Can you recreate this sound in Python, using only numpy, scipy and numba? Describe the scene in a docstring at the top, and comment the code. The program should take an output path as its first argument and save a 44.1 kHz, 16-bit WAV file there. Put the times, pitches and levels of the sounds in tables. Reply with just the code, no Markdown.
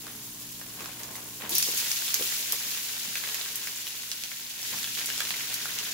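"""Onions into hot oil

Sliced onions are shaken from a plastic bag into a pan of hot oil, close to a phone in a small kitchen.
Swarms of tiny rings fizz and crackle as the oil, flare up as wet slices land, then settle to a sizzle.
Filtered ticks and noise bursts make the rustling bag and the spits; damped low sines make the thuds.
Sines and soft noise make a nearby appliance. All but the sharp snaps and spits sinks after the
first flare and partly comes back about three seconds later."""
import sys
import numpy as np
from scipy import signal
from scipy.fft import rfft, irfft, next_fast_len
from scipy.io import wavfile
from numba import njit

SR = 44100
rng = np.random.default_rng(int(sys.argv[2]) if len(sys.argv) > 2 else 0)


def generate_wav(signal):
    """Clip the signal to [-1, 1] and save it as 16-bit WAV at the path in sys.argv[1]."""
    frames = np.transpose(np.atleast_2d(signal))
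    scaled = np.clip(frames, -1, 1) * 32767
    pcm = np.round(scaled).astype(np.int16)
    wavfile.write(sys.argv[1], SR, pcm)


N = 261513  # length in samples

# spectrum of crumpling plastic film: frequency_hz, level_db
FILM_SPECTRUM = [(1100, -11), (1500, -0.5), (2200, 0.5), (3500, -1.5), (7000, -17), (14000, -32)]
# spectrum of wet slices sliding on the film: frequency_hz, level_db
SLIDE_SPECTRUM = [(190, -7), (450, 3), (720, 2.5), (950, 6), (1080, 7.5), (1230, 0.5), (1600, -1),
                  (4000, -23)]
FLARE_RISE_S = 0.011


def undb(db):
    """Decibels to gain."""
    return 10 ** (np.asarray(db) / 20)


def unit(x):
    """Scale to rms 1."""
    return x / np.sqrt(np.mean(x ** 2))


def pan(db):
    """Channel gains for a left minus right level."""
    return undb(np.array([[db], [-db]]) / 2)


def add(out, s, sound):
    """Mix a stereo sound in at time s."""
    start = int(s * SR)
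    out[:, start:start + sound.shape[1]] += sound[:, :N - start]


def swell(s, rise_s, hold_s, fall_s):
    """An envelope that rises from time s, holds until hold_s after it, then decays with time constant fall_s."""
    t = np.arange(N) / SR - s
    rise = np.clip(t / rise_s, 0, 1)
    return rise * np.exp(-np.maximum(t - hold_s, 0) / fall_s)


def colour(x, points):
    """Causal minimum-phase filter with the given (Hz, dB) outline, rolled off below its first point."""
    size = 2 * next_fast_len(x.shape[-1] // 2 + 2048, real=True)
    hz, db = np.transpose(points)
    f = np.maximum(np.fft.rfftfreq(size, 1 / SR), 1)
    low_cut = np.clip(f / hz[0], 1 / 20, 1) ** 2  # 12 dB an octave, down to a floor
    gain = undb(np.interp(np.log(f), np.log(hz), db)) * low_cut
    # folding the cepstrum onto positive times makes the filter causal
    cepstrum = irfft(np.log(gain), size)
    cepstrum[1:size // 2] *= 2
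    cepstrum[size // 2 + 1:] = 0
    response = np.exp(rfft(cepstrum))
    return irfft(rfft(x, size) * response, size)[..., :x.shape[-1]]


@njit
def ring(start, hz, cycles, size):
    """Sum of damped sines, each of energy size squared and 60 dB down after its cycles."""
    out = np.zeros(N)
    for k in range(len(start)):
        fall = np.log(1000) * hz[k] / cycles[k] / SR
        step = -fall + 2j * np.pi * hz[k] / SR
        first = int(np.ceil(start[k] * SR))
        # begin between samples, at the exact start time
        z = size[k] * np.sqrt(4 * fall) * np.exp(step * (first - start[k] * SR))
        p = np.exp(step)
        for i in range(max(first, 0), min(first + int(7 / fall), N)):
            out[i] += z.imag
            z *= p
    return out


def grains(s, hz, cycles, size, pan_db, spread_s=.00012):
    """Tiny rings from scattered places: each reaches the two microphones at its own lag and given level."""
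    settings = np.broadcast_arrays(s, hz, cycles, size, pan_db)
    s, hz, cycles, size, pan_db = (np.ravel(a) * 1. for a in settings)
    lag = spread_s * (0.39 + rng.standard_normal(len(s)))
    hz = np.clip(hz, 50, .42 * SR)
    cycles = np.maximum(cycles, .5)
    left = ring(s - lag / 2, hz, cycles, size * undb(pan_db / 2))
    right = ring(s + lag / 2, hz, cycles, size * undb(-pan_db / 2))
    return np.array([left, right])


def swarm(count, low_hz, high_hz, cycles, scatter_db, width_db):
    """Countless bursts at random moments, most of them tiny and a few strong."""
    when, pitch, length, strength, place = rng.random((count, 5)).T
    size = undb(-scatter_db * np.log(.001 + .999 * strength))
    hz = low_hz + (high_hz - low_hz) * pitch
    return grains(when * N / SR, hz, cycles * (.5 + length), size, width_db * (place - .5))


def wash(x, t60, db):
    """Reflections of bursts from ever new places blur into a hiss that follows their energy."""
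    keep = np.exp(-2 * np.log(1000) / t60 / SR)
    energy = signal.lfilter([1 - keep], [1, -keep], np.mean(x ** 2, axis=0))
    return x + undb(db) * np.sqrt(energy) * rng.standard_normal(x.shape)


def flurries(count, t60, depth):
    """Bursts come in bunches: sudden surges of activity begin to die away at once."""
    when, strength = rng.random((count, 2)).T
    kicks = np.bincount((when * N).astype(int), strength, N)
    surge = signal.lfilter([1], [1, -np.exp(-np.log(1000) / t60 / SR)], kicks)
    return unit(1 + depth * unit(surge))


def snap(outline, tail_outline, break_s, tail_db, tail_s):
    """A sudden break of unit energy, plus a scatter tail_db relative to it that dies more slowly."""
    t = np.arange(SR // 8) / SR
    first, scatter = rng.standard_normal((2, 2, len(t)))
    first = first.mean(axis=0) + 0.29 * (first - first[::-1])  # partly alike at the two microphones
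    first = unit(colour(first * np.exp(-t / break_s), outline))
    scatter = unit(colour(scatter * np.exp(-t / tail_s), tail_outline))
    return (first + undb(tail_db) * scatter) / np.sqrt(len(t))


def kitchen(x, wall_db, width):
    """The short tail of the room: decaying noise, mostly alike at both microphones when width is small."""
    t60_s = 0.16
    t = np.arange(SR // 2) / SR
    decay = np.exp(-np.log(1000) * t / t60_s) * (t > .003)
    mid, side = rng.standard_normal((2, len(t))) * decay
    tail = np.array([mid + width * side, mid - width * side])
    tail /= np.sqrt(np.sum(tail ** 2) / 2)
    return x + undb(wall_db) * signal.fftconvolve(x, tail, axes=1)[:, :N]


def boiling(oil_db, heap_db, flare_db, lag_s):
    """Strength of the bubbling: the bare oil, the heap from the first landing on, and each load's flare."""
    # loads of wet slices reach the oil and flare up: start_s, level_db, decay_time_constant_s
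    loads = [(1.495, -28.5, 5.4), (1.52, -50, 0.096), (1.734, -30, 2.5), (2.2, -26, 0.27)]
    heap = undb(heap_db) * swell(loads[0][0] + lag_s, FLARE_RISE_S, N / SR, 1)
    power = undb(oil_db) ** 2 + heap ** 2
    for s, db, fall_s in loads:
        flare = undb(db + flare_db) * swell(s + lag_s, FLARE_RISE_S, FLARE_RISE_S, fall_s)
        power = power + flare ** 2
    return np.sqrt(power)


def frying():
    """Steam bubbles burst in the oil: very small ones fizz, larger ones crackle lower."""
    # spectrum of the fine fizz: frequency_hz, level_db
    fizz_spectrum = [(6500, -1.5), (8600, -7.5), (11000, -2), (13500, -4), (16000, -1)]
    # spectrum of the larger bubbles: frequency_hz, level_db
    crackle_spectrum = [(1800, -5), (2700, 3.5), (3600, 5), (5500, 4.5), (7100, 4), (8500, -6.5),
                        (12000, -35)]
    fizz_gain = boiling(oil_db=-40.5, heap_db=-38, flare_db=0, lag_s=0)
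    # larger bubbles form later, and a flare drives them less than the fizz
    crackle_gain = boiling(oil_db=-47, heap_db=-35, flare_db=-4, lag_s=0.015)
    fizz = swarm(count=50000, low_hz=6980, high_hz=16800, cycles=26, scatter_db=2.0, width_db=32)
    crackle = swarm(count=36000, low_hz=1455, high_hz=8850, cycles=17.7, scatter_db=2.0, width_db=15.5)
    fizz = unit(colour(wash(fizz, t60=.08, db=0), fizz_spectrum))
    crackle = unit(colour(wash(crackle, t60=.08, db=0), crackle_spectrum)) * pan(0.85)
    sizzle = fizz_gain * fizz + crackle_gain * crackle
    return sizzle * flurries(count=500, t60=0.094, depth=0.17)


def appliance():
    """Mains harmonics and motor tones that waver slightly in phase, over a soft rush of air."""
    # tones of the hum: frequency_hz, level_db
    tones = [(120, -58.5), (180, -62), (240, -60.5), (300, -60), (354, -68.5), (431, -69)]
    # spectrum of the air: frequency_hz, level_db
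    air_spectrum = [(20, -1), (60, 1), (85, 1), (140, 3.5), (220, 6), (330, -4), (600, -17), (1500, -7),
                    (6000, -22.5)]
    air_db, air_side_db = -55.5, -11.5  # side level is relative to the middle
    t = np.arange(N) / SR
    hum = 0
    for hz, db in tones:
        knots = np.arange(0, t[-1] + 1, 1 / 6)
        waver = np.interp(t, knots, rng.standard_normal(len(knots)))
        phase = 2 * np.pi * (hz * t + rng.random()) + 0.35 * waver
        hum = hum + np.sqrt(2) * undb(db) * np.sin(phase)
    mid, side = unit(colour(rng.standard_normal((2, N)), air_spectrum))
    air = undb(air_db) * (mid + undb(air_side_db) * np.array([[1], [-1]]) * side)
    return hum * pan(-2.4) + air


def bag_motion():
    """Strength of the crumpling and of the sliding: each move starts quickly, lasts a while and settles."""
    # lift, tip, pour, shake out, take away: start_s, length_s, film_level_db, slide_level_db
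    moves = [(0.025, 0.018, -51.5, -54.5), (0.584, 0.2, -55.5, -58.5), (0.778, 0.037, -45.5, -50),
             (0.985, 0.19, -53, -51.5), (1.392, 0.065, -42, -46.5), (1.712, 1.66, -39.5, -50.5),
             (3.208, 0.35, -40.5, -50.5), (3.597, 1.04, -42, -53.5), (4.695, 0.051, -40, -52),
             (4.96, 0.98, -39, -51.5)]
    rise_s, settle_s = 0.021, 0.2
    held_db = (-66, -61.5)  # film and slices while the bag is only held
    power = undb(held_db)[:, None] ** 2
    for s, length_s, *levels_db in moves:
        move = undb(levels_db)[:, None] * swell(s, rise_s, length_s, settle_s)
        power = power + move ** 2
    return np.sqrt(power)


def handling(film_gain, slide_gain):
    """The film crumples in jerks of small ticks while wet slices rub and tumble more evenly inside it."""
    ticks = swarm(count=7000, low_hz=1210, high_hz=4630, cycles=4.0, scatter_db=1.5, width_db=-6)
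    film = unit(colour(wash(ticks, t60=0.12, db=1.0), FILM_SPECTRUM))
    tumbles = swarm(count=9000, low_hz=150, high_hz=1670, cycles=1.9, scatter_db=1.3, width_db=20.5)
    slide = unit(colour(tumbles, SLIDE_SPECTRUM))
    jerks = flurries(count=400, t60=0.024, depth=0.42)
    sliding = slide_gain * np.sqrt(np.abs(jerks)) * slide  # the root evens out the jerks
    return film_gain * jerks * film + kitchen(sliding, wall_db=-6.0, width=0.67)


def small_creases(film_gain, count):
    """Lesser folds give way at random, as strongly as the bag is being crumpled: rows for creases()."""
    above_rustle_db, spread_db = 9, 6
    low_hz, high_hz = 1760, 5530
    when, strength, pitch, share = rng.random((count, 4)).T
    rustle_db = 20 * np.log10(film_gain[(when * N).astype(int)])
    db = rustle_db + above_rustle_db + spread_db * (strength - .5)
    hz = low_hz * (high_hz / low_hz) ** pitch
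    return np.column_stack([when * N / SR, db, hz, share / 2])


def creases(rows):
    """Folds of the bag buckle one by one; each panel of film cracks and rings very briefly."""
    # spectrum of one snap: multiple_of_its_pitch, level_db
    crack_shape = [(.35, -4.5), (.65, 1), (1, 2.5), (1.7, -2.5), (2.6, -8), (9, -8.5)]
    # spectrum over all snaps: frequency_hz, level_db
    top_spectrum = [(300, -4), (7000, 1.5), (8700, -1), (15000, -4)]
    snap_db = 14.5  # energy of a snap relative to its nominal peak
    s, db, hz, share = np.transpose(rows)
    share = np.clip(share, 0, 1)
    size = undb(db + snap_db)
    out = grains(s, hz, 20, size * np.sqrt(share), 0, spread_s=.00003)
    for start, crack_size, pitch in zip(s, size * np.sqrt(1 - share), hz):
        outline = [(pitch * multiple, gain) for multiple, gain in crack_shape]
        crack = snap(outline, outline, break_s=.0011, tail_db=-6, tail_s=0.0086)
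        add(out, start, crack_size * crack)
    return kitchen(colour(out, top_spectrum), wall_db=-4, width=0.34)


def rub(rise_s, crinkle_db):
    """A soft swell: slices scuff the film with unit energy, and it crinkles along."""
    t = np.arange(SR // 4) / SR
    mid, side, ticks = rng.standard_normal((3, len(t))) * t * np.exp(-t / rise_s)
    scuff = unit(colour(mid + 0.21 * side * np.array([[1], [-1]]), SLIDE_SPECTRUM))
    sparse = rng.standard_normal((2, len(t))) ** 3  # cubing leaves a few strong ticks
    crinkle = unit(colour(ticks * sparse, FILM_SPECTRUM))
    return (scuff + undb(crinkle_db) * crinkle) / np.sqrt(len(t))


def clumps():
    """Each clump lands as a few soft blows (a first slice, the bulk, then stragglers) and rubs along the film."""
    # clumps dropping: start_s, energy_of_main_blow_db, pitch_hz, rub_energy_db
    drops = [(0.808, -21.5, 353, -32), (1.428, -16, 182, -23), (1.513, -14, 345, -22),
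             (1.675, -13.5, 440, -15.5), (2.197, -5.5, 450, -20), (2.52, -15, 457, -35),
             (2.659, -18, 181, -25), (3.069, -14, 191, -31), (4.73, -14, 180, -12)]
    blow_gap_s, blow_step_db = .011, -8  # the step is per place away from the bulk
    s, db, hz, _ = np.transpose(drops)[:, :, None]
    order = np.arange(4)
    wait, detune = rng.random((2, len(s), len(order))) - .5
    when = s + blow_gap_s * order * (1 + wait / 2)
    sizes = undb(db + blow_step_db * np.abs(order - 1))
    blows = grains(when, hz * 2 ** (0.17 * detune), 11, sizes, 0)
    out = signal.sosfilt(signal.butter(2, 150, "high", fs=SR, output="sos"), blows)
    for start, _, _, rub_db in drops:
        add(out, start - .01, undb(rub_db) * rub(rise_s=0.014, crinkle_db=-18))
    return kitchen(out, wall_db=-5, width=0.3)


def spits():
    """Drops of water explode in the oil, each followed by a short, bright hiss of steam."""
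    # water spitting: start_s, energy_db, treble_tilt_db (above 8 kHz, before the energy is set)
    drops = [(1.034, -12, -3), (1.494, -5, 7), (1.552, 2.5, 7), (1.5826, 6, 16), (1.6265, 2.5, -8),
             (1.7758, -2, 2), (1.8001, -5.5, 4), (1.9161, -0.5, -4), (2.1425, 4.5, -7.5), (2.5226, 3.5, 9),
             (2.714, -10, 2), (3.345, -5, 2), (3.5568, -2.5, 10), (5.059, -4.5, 7), (5.2705, -14, 0),
             (5.5413, -2.5, 5)]
    # spectrum of the explosion: frequency_hz, level_db
    crack_spectrum = [(1800, 0.78), (3500, 3.5), (6500, 9.7), (8700, 6.4), (11500, 6.9), (15500, 10)]
    # spectrum of the steam: frequency_hz, level_db
    steam_spectrum = [(3400, 2.5), (5500, 12.5), (7000, 10), (8700, -3), (11500, 9.5), (15500, -4)]
    out = np.zeros((2, N))
    for s, db, treble_db in drops:
        crack = [(hz, gain + treble_db * (hz > 8000)) for hz, gain in crack_spectrum]
        hiss = [(hz, gain + treble_db * (hz > 8000)) for hz, gain in steam_spectrum]
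        spit = snap(crack, hiss, break_s=0.00045, tail_db=-2.5, tail_s=0.0079)
        add(out, s, undb(db) * spit)
    return kitchen(out, wall_db=-5.0, width=0.41)


def scald():
    """The water on the first slices boils off all at once in a short, fierce hiss."""
    # spectrum of the hiss: frequency_hz, level_db
    hiss_spectrum = [(4000, -1), (5900, 8), (8500, -34)]
    steam = unit(colour(rng.standard_normal((2, N)), hiss_spectrum))
    return undb(-28.5) * swell(1.544, FLARE_RISE_S, hold_s=.04, fall_s=.028) * steam


def scene():
    """Everything at the stove; the sharp snaps and spits stand out over the dip in level."""
    # the level sinks for a while and partly comes back: time_s, level_db
    dip_points = [(1.5, 0), (1.95, -4.5), (3.5, -6), (4.0, -8), (4.55, -8.5), (4.678, -3)]
    # sharpest creases: start_s, nominal_peak_db, pitch_hz, ring_share (0-1, the rest is dry crack)
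    sharp_creases = [(0.0675, -29.5, 1190, 0.1), (0.614, -30.5, 1780, 0.18), (0.8062, -25.5, 1250, 0.4),
                     (0.843, -29, 2300, 0.1), (0.8585, -25, 1090, 0.12), (1.1545, -30, 2030, 0.4),
                     (2.0806, -22.5, 3450, 0.4), (2.1045, -20.5, 3760, 0), (2.1569, -25.5, 2260, 0.7),
                     (2.2244, -20.5, 3800, 0.4), (2.5315, -26.5, 1100, 0.2), (2.7748, -25, 3600, 0.2),
                     (3.1553, -21, 2570, 0.2), (3.2377, -21.5, 2120, 0.2), (3.2473, -31, 2050, 1),
                     (3.2743, -29, 3900, 0.3), (3.289, -27.5, 2600, .2), (3.2976, -29, 3500, 0.5),
                     (3.3445, -22, 2300, 0.1), (3.4129, -24.5, 3860, 0.8), (3.6726, -22.5, 2950, 0),
                     (3.7618, -29, 7500, 1), (3.8685, -25, 2870, 0), (3.8765, -28, 3140, 0.32),
                     (4.1159, -20, 4830, 0.1), (4.2366, -20.5, 5300, 0.2), (4.3174, -29.5, 2170, 0.6),
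                     (4.6293, -25.5, 5600, 0.7), (4.8305, -24, 4640, 0.1), (4.8429, -21, 3350, 0.75),
                     (4.8746, -27.5, 1700, 0.6), (4.9765, -24, 2480, 0.2), (4.9899, -23.5, 3290, 0.2),
                     (5.014, -25.5, 2050, 0.4), (5.1018, -20, 2830, 0.3), (5.1785, -18, 5460, 0.45),
                     (5.2044, -15.5, 2970, 0.02), (5.2054, -20, 1770, 0.74), (5.2515, -23, 4300, 0.06),
                     (5.3062, -17, 2950, 0), (5.3411, -26.5, 2280, 0.6), (5.6558, -21, 1480, 0.77),
                     (5.7877, -18, 4760, 0.14)]
    dip = undb(np.interp(np.arange(N) / SR, *np.transpose(dip_points)))
    film_gain, slide_gain = bag_motion()
    bed = frying() + appliance() + handling(film_gain, slide_gain) + clumps() + scald()
    folds = np.vstack([sharp_creases, small_creases(dip * film_gain, count=55)])
    return dip * bed + creases(folds) + spits()


def record(dry):
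    """The phone cuts the top with a steep low-pass at 15.7 kHz."""
    return signal.sosfilt(signal.ellip(10, .2, 75, 15700, fs=SR, output="sos"), dry)


dry = scene()
out = record(dry)
generate_wav(out)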